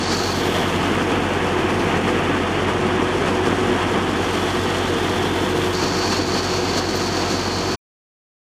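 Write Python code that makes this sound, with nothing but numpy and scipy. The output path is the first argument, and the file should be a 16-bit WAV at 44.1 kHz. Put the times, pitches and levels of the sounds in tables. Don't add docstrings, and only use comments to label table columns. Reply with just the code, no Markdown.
import sys
import numpy as np
from scipy import signal
from scipy.fft import rfft, irfft, next_fast_len
from scipy.io import wavfile
from scipy.ndimage import uniform_filter1d, map_coordinates

SR = 44100
rng = np.random.default_rng(int(sys.argv[2]) if len(sys.argv) > 2 else 0)


def to_wav(s):
    ch = np.atleast_2d(s).T
    pcm = np.round(np.clip(ch, -1, 1) * 32767)
    wavfile.write(sys.argv[1], SR, pcm.astype(np.int16))


N = 371715
TIME = np.arange(N) / SR
TOP_HZ = 15500


def amp(db):
    return 10 ** (np.asarray(db) / 20)


def unit(x):
    return x / np.sqrt(np.mean(x ** 2) + 1e-20)


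def curves(rows):
    times, *columns = np.transpose(rows)
    return [np.interp(TIME, times, column) for column in columns]


def wobble(rate):
    knots = rng.standard_normal(int(N * rate / SR) + 4)
    return map_coordinates(knots, [TIME * rate])


def filtered(x, response):
    size = next_fast_len(N + SR // 2)
    return irfft(rfft(x, size) * response(np.fft.rfftfreq(size, 1 / SR)), size)[:N]


def gain_at(hz, points):
    point_hz, db = np.transpose(points)
    return amp(np.interp(np.log(hz + 1), np.log(point_hz), db))


def coloured(x, points):
    size = 16384
    cepstrum = irfft(np.log(gain_at(np.fft.rfftfreq(size, 1 / SR), points)))
    cepstrum[1:size // 2] *= 2
    cepstrum[size // 2 + 1:] = 0
    impulse_response = irfft(np.exp(rfft(cepstrum)))
    return signal.fftconvolve(x, impulse_response)[:N]


def ringing(x, modes):
    def band(f, hz, width):
        return 1j * f * width / (hz * hz - f * f + 1j * f * width)
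    return filtered(x, lambda f: sum(amp(db) * band(f, hz, width) ** 2 for hz, width, db in modes))


def peaking(x, centre_hz, gain_db, width_hz):
    f, t, spectra = signal.stft(x, SR, nperseg=512)
    at = np.minimum((t * SR).astype(int), N - 1)
    bump_db = gain_db[at] / (1 + (2 * (f[:, None] - centre_hz[at]) / width_hz) ** 2)
    return signal.istft(spectra * amp(bump_db), SR, nperseg=512)[1][:N]


def impacts(rate, spread_db):
    hits = rng.random(N) < rate / SR
    sizes = amp(spread_db * rng.standard_normal(N))
    return unit(hits * rng.choice([-1, 1], N) * sizes)


def tone(cycles, waver_rad, flutter_db):
    strength = amp(flutter_db * wobble(9))
    phase = 2 * np.pi * (cycles + rng.random()) + waver_rad * wobble(7)
    return unit(strength * np.sin(phase))


# multiple of the firing rate, level/dB
EXHAUST_ORDERS = [(1, -41), (2, -32), (3, -41), (4, -40), (7, -36), (9, -38.5), (13, -46.5), (15, -41.5)]
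def engine(firings):
    return sum(amp(db) * tone(k * firings, waver_rad=.02 * k, flutter_db=.5) for k, db in EXHAUST_ORDERS)


# f/Hz, relative level/dB
SHAFT_TONES = [(101.6, -38), (171.9, -44), (206.2, -40), (249.7, -39), (285.3, -41.5), (323.3, -46.5),
               (334.8, -45), (356.6, -39), (468.3, -38), (471.4, -39), (499.3, -40.5), (718.7, -49.5)]
def shafts(firings):
    clock = firings / firings[-1] * N / SR
    return amp(-1) * sum(amp(db) * tone(hz * clock, waver_rad=.49, flutter_db=2) for hz, db in SHAFT_TONES)


# t/s, relative level/dB
FAN_LEVEL = [(0, -32), (.6, -31.5), (2.3, -31), (2.8, -26.5), (3.7, -25.5), (4.6, -29), (5.2, -26.5),
             (7, -29), (7.7, -29.5)]
def fan(firings):
    blades = 8 * firings + .06 * wobble(45)
    gusts = amp(2 * wobble(25))
    return amp(curves(FAN_LEVEL)[0] - 3) * gusts * tone(blades, waver_rad=.42, flutter_db=.5)


def tick(start_s=6.9576, level_db=-45.5, decay_s=.12, low_hz=10500):
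    age = TIME - start_s
    burst = unit(filtered(rng.standard_normal(N), lambda hz: (hz > low_hz) & (hz < TOP_HZ)))
    return burst * (age > 0) * amp(level_db - 60 * np.abs(age) / decay_s)


# t/s, relative level/dB
KERNEL_HITS = [(0.1197, -34), (0.23, -33.5), (2.0509, -35.5), (2.0798, -43.5), (2.1396, -32.5),
               (2.9259, -36), (3.9146, -31), (5.7559, -31.5), (5.967, -29), (6.1899, -33), (6.7716, -28),
               (7.2271, -29), (7.4132, -30.5)]
# f/Hz, level/dB
GRAIN_COLOUR = [(2000, -45.5), (3900, 1), (4400, 0.5), (5600, 1), (7000, -2), (8300, -4.5), (9800, -6.5),
                (11000, -11.5), (13000, -19.5), (15500, -25.5)]
def kernels(decay_s=.025):
    age = np.arange(SR // 20) / SR
    cracks = np.zeros(N)
    for start, db in KERNEL_HITS:
        crack = amp(db - 2 - 60 * age / decay_s) * rng.standard_normal(len(age))
        cracks[round(start * SR):][:len(age)] += crack
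    return coloured(cracks, GRAIN_COLOUR)


# t/s, relative level/dB
HISS_LEVEL = [(.3, -43.5), (1.2, -47.5), (2.7, -48.5), (3.3, -47), (4.1, -47.5), (4.4, -44.5), (5.3, -45),
              (7.7, -45)]
# f/Hz, width/Hz, level/dB
SIEVE_MODES = [(4290, 350, -0.5), (5460, 420, -1), (6830, 540, -4), (8380, 550, -6.5)]
def chaff(firings, feed_db):
    spurt = np.exp(-((firings + .35) % 1) / .5)
    flow = amp(2.8 * spurt + .9 * wobble(50))
    spray = impacts(rate=6000, spread_db=5) + 1.2 * rng.standard_normal(N)
    hiss = unit(coloured(flow * spray, GRAIN_COLOUR))
    ring = unit(ringing(flow * impacts(rate=3000, spread_db=3.5), SIEVE_MODES))
    return amp(curves(HISS_LEVEL)[0] + feed_db) * (amp(6) * hiss + amp(-4.5) * ring)


# f/Hz, level/dB
PANEL_COLOUR = [(350, -54.5), (570, -4), (670, 1), (950, 0), (1200, -1), (1380, -5.5), (1620, -4),
                (2100, -7.5), (2600, -10), (3150, -10), (3550, -13), (3900, -27), (5000, -50.5),
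                (9000, -91.5)]
# f/Hz, width/Hz, level/dB
CASING_MODES = [(692, 48, -4), (842, 88, -5.5), (1277, 51, 1.5), (1512, 39, -0.5), (1640, 61, -2.5),
                (1869, 100, -5.5)]
def panels(feed_db):
    blows = impacts(rate=2600, spread_db=3) + 1.06 * rng.standard_normal(N)
    clatter = unit(coloured(blows, PANEL_COLOUR))
    ring = unit(ringing(impacts(rate=1200, spread_db=1), CASING_MODES))
    return amp(-25 + feed_db + .62 * wobble(35)) * (clatter + amp(-11) * ring)


# t/s, relative level/dB
CROP_LOAD = [(0, -2.5), (.48, -1.2), (.85, 0.6), (1.4, -0.24), (3.15, 0.4), (4.18, -0.5), (4.3, -1.7),
             (5.2, -0.6), (6.3, -2), (7.7, -2.65)]
# t/s, thump rise/dB, rasp rise/dB
STALK_WADS = [(.125, 4.5, 4.5), (.563, 3, 3), (.86, 2, 2.5), (1.117, 5.5, 3.5), (1.96, 3, 1), (2.09, 1, 5),
              (2.697, 3.5, 3.5), (2.98, 1.5, -2), (3.28, 4.5, 3), (3.474, 2.5, 3.5), (3.664, 2, 1),
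              (3.97, 2.5, -1), (4.58, 3, 0.5), (5.84, 4, 4), (6.126, 4, 5.5), (6.356, 3.5, 2),
              (6.787, 5, 5), (7.318, 6.5, 4.5)]
def feed(lumps_per_s=11, wad_half_s=.019):
    load_db, = curves(CROP_LOAD)
    thump_db, rasp_db = sum(np.outer(rise_db, np.exp(-((TIME - peak_s) / wad_half_s) ** 2))
                            for peak_s, *rise_db in STALK_WADS)
    lumps = wobble(lumps_per_s)
    drum_db = load_db + .7 * wobble(lumps_per_s) + thump_db
    panel_db = load_db + .5 * lumps + .4 * (thump_db + rasp_db)
    chaff_db = .4 * lumps + rasp_db
    return drum_db, panel_db, chaff_db


# f/Hz, level/dB
HOUSING_COLOUR = [(20, -28.5), (35, -30.5), (58, -11.5), (115, -10.5), (150, -4), (240, 0), (380, 0),
                  (440, -4), (500, -1), (565, -14), (700, -21.5), (1200, -84)]
def drum(firings, feed_db, passes_per_firing=.779):
    passes = passes_per_firing * firings
    bite = rng.random(int(passes[-1]) + 1)[passes.astype(int)]
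    thump = amp(7.5 * (bite - .3) * np.sin(np.pi * passes) ** 2)
    churn = coloured(impacts(rate=2200, spread_db=1.2) * thump, HOUSING_COLOUR)
    energy = np.abs(uniform_filter1d(churn ** 2, size=5000))
    even_churn = unit(churn / (energy + 1e-12) ** .21)
    return amp(-23.54 + feed_db) * even_churn


# t/s, firing rate/Hz
ENGINE_SPEED = [(0.2, 45.45), (0.7, 45.48), (1.5, 45.62), (2.3, 45.67), (3.2, 45.8), (4.2, 45.81),
                (5, 45.76), (5.8, 45.71), (6.6, 45.79), (7.4, 45.86)]
def scene():
    firings = np.cumsum(curves(ENGINE_SPEED)[0]) / SR
    drum_db, panel_db, chaff_db = feed()
    drive = engine(firings) + shafts(firings) + fan(firings)
    threshing = drum(firings, drum_db) + panels(panel_db) + chaff(firings, chaff_db)
    return (drive + threshing + kernels() + tick())[None]


# closes t/s, lets go t/s, depth (0-1)
HAND_GRIPS = [(0, 0.269, 0.8), (5.724, 7.8, 0.95)]
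def cupping(close_s=.032, open_s=.25, relaxed=.09):
    held = np.zeros(N)
    for start, end, depth in HAND_GRIPS:
        closing = np.clip((TIME - start) / close_s, 0, 1)
        opening = np.clip(1 - (TIME - end) / open_s, 0, 1)
        held += depth * closing * opening
    return np.clip(held, relaxed, 1)


# f/Hz, level/dB
HAND_HOLLOW = [(400, -1), (480, -2.5), (700, 1), (1500, 0), (2000, -2), (2500, 1.5), (3300, -2.5),
               (3850, 5.5), (4150, 10), (4470, 16.5), (4950, 6.5), (6300, 8), (7300, 4.5), (9000, -2.5)]
# t/s, f/Hz, undamped level/dB
GAP_RESONANCE = [(.55, 3360, 7.5), (.9, 2730, 3.5), (2.3, 2600, 3.5), (2.8, 3050, 0.5), (4.1, 3230, 3),
                 (4.6, 3400, 7), (5.7, 3420, 6.5), (6.1, 3200, 9)]
# t/s, relative level/dB
TREBLE_LIFT = [(.08, -4.5), (.15, 9.5), (.4, 11.5), (.65, 8.5), (.85, 4), (2.3, 2.5), (2.9, -1), (4.1, 2.5),
               (4.4, 5.5), (4.8, 5), (5.8, 9.5), (6.2, 8)]
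def hand(sound, gap_damping=.6):
    cup = cupping()
    cupped = filtered(sound, lambda hz: gain_at(hz, HAND_HOLLOW))
    heard = (1 - cup) * sound + cup * cupped
    gap_hz, gap_db = curves(GAP_RESONANCE)
    heard = peaking(heard, gap_hz, gap_db * (1 - gap_damping * cup), width_hz=960)
    top = filtered(heard, lambda hz: np.clip((hz - 10000) / 3500, 0, 1))
    top_db, = curves(TREBLE_LIFT)
    return heard + (amp(top_db) - 1) * top


def record(dry):
    stop_s, fade_s = 7.747, .012
    fade = np.clip((stop_s - TIME) / fade_s + 1, 0, 1)
    return filtered(hand(dry[0]) * fade, lambda hz: hz < TOP_HZ)[None]


dry = scene()
out = record(dry)
to_wav(out)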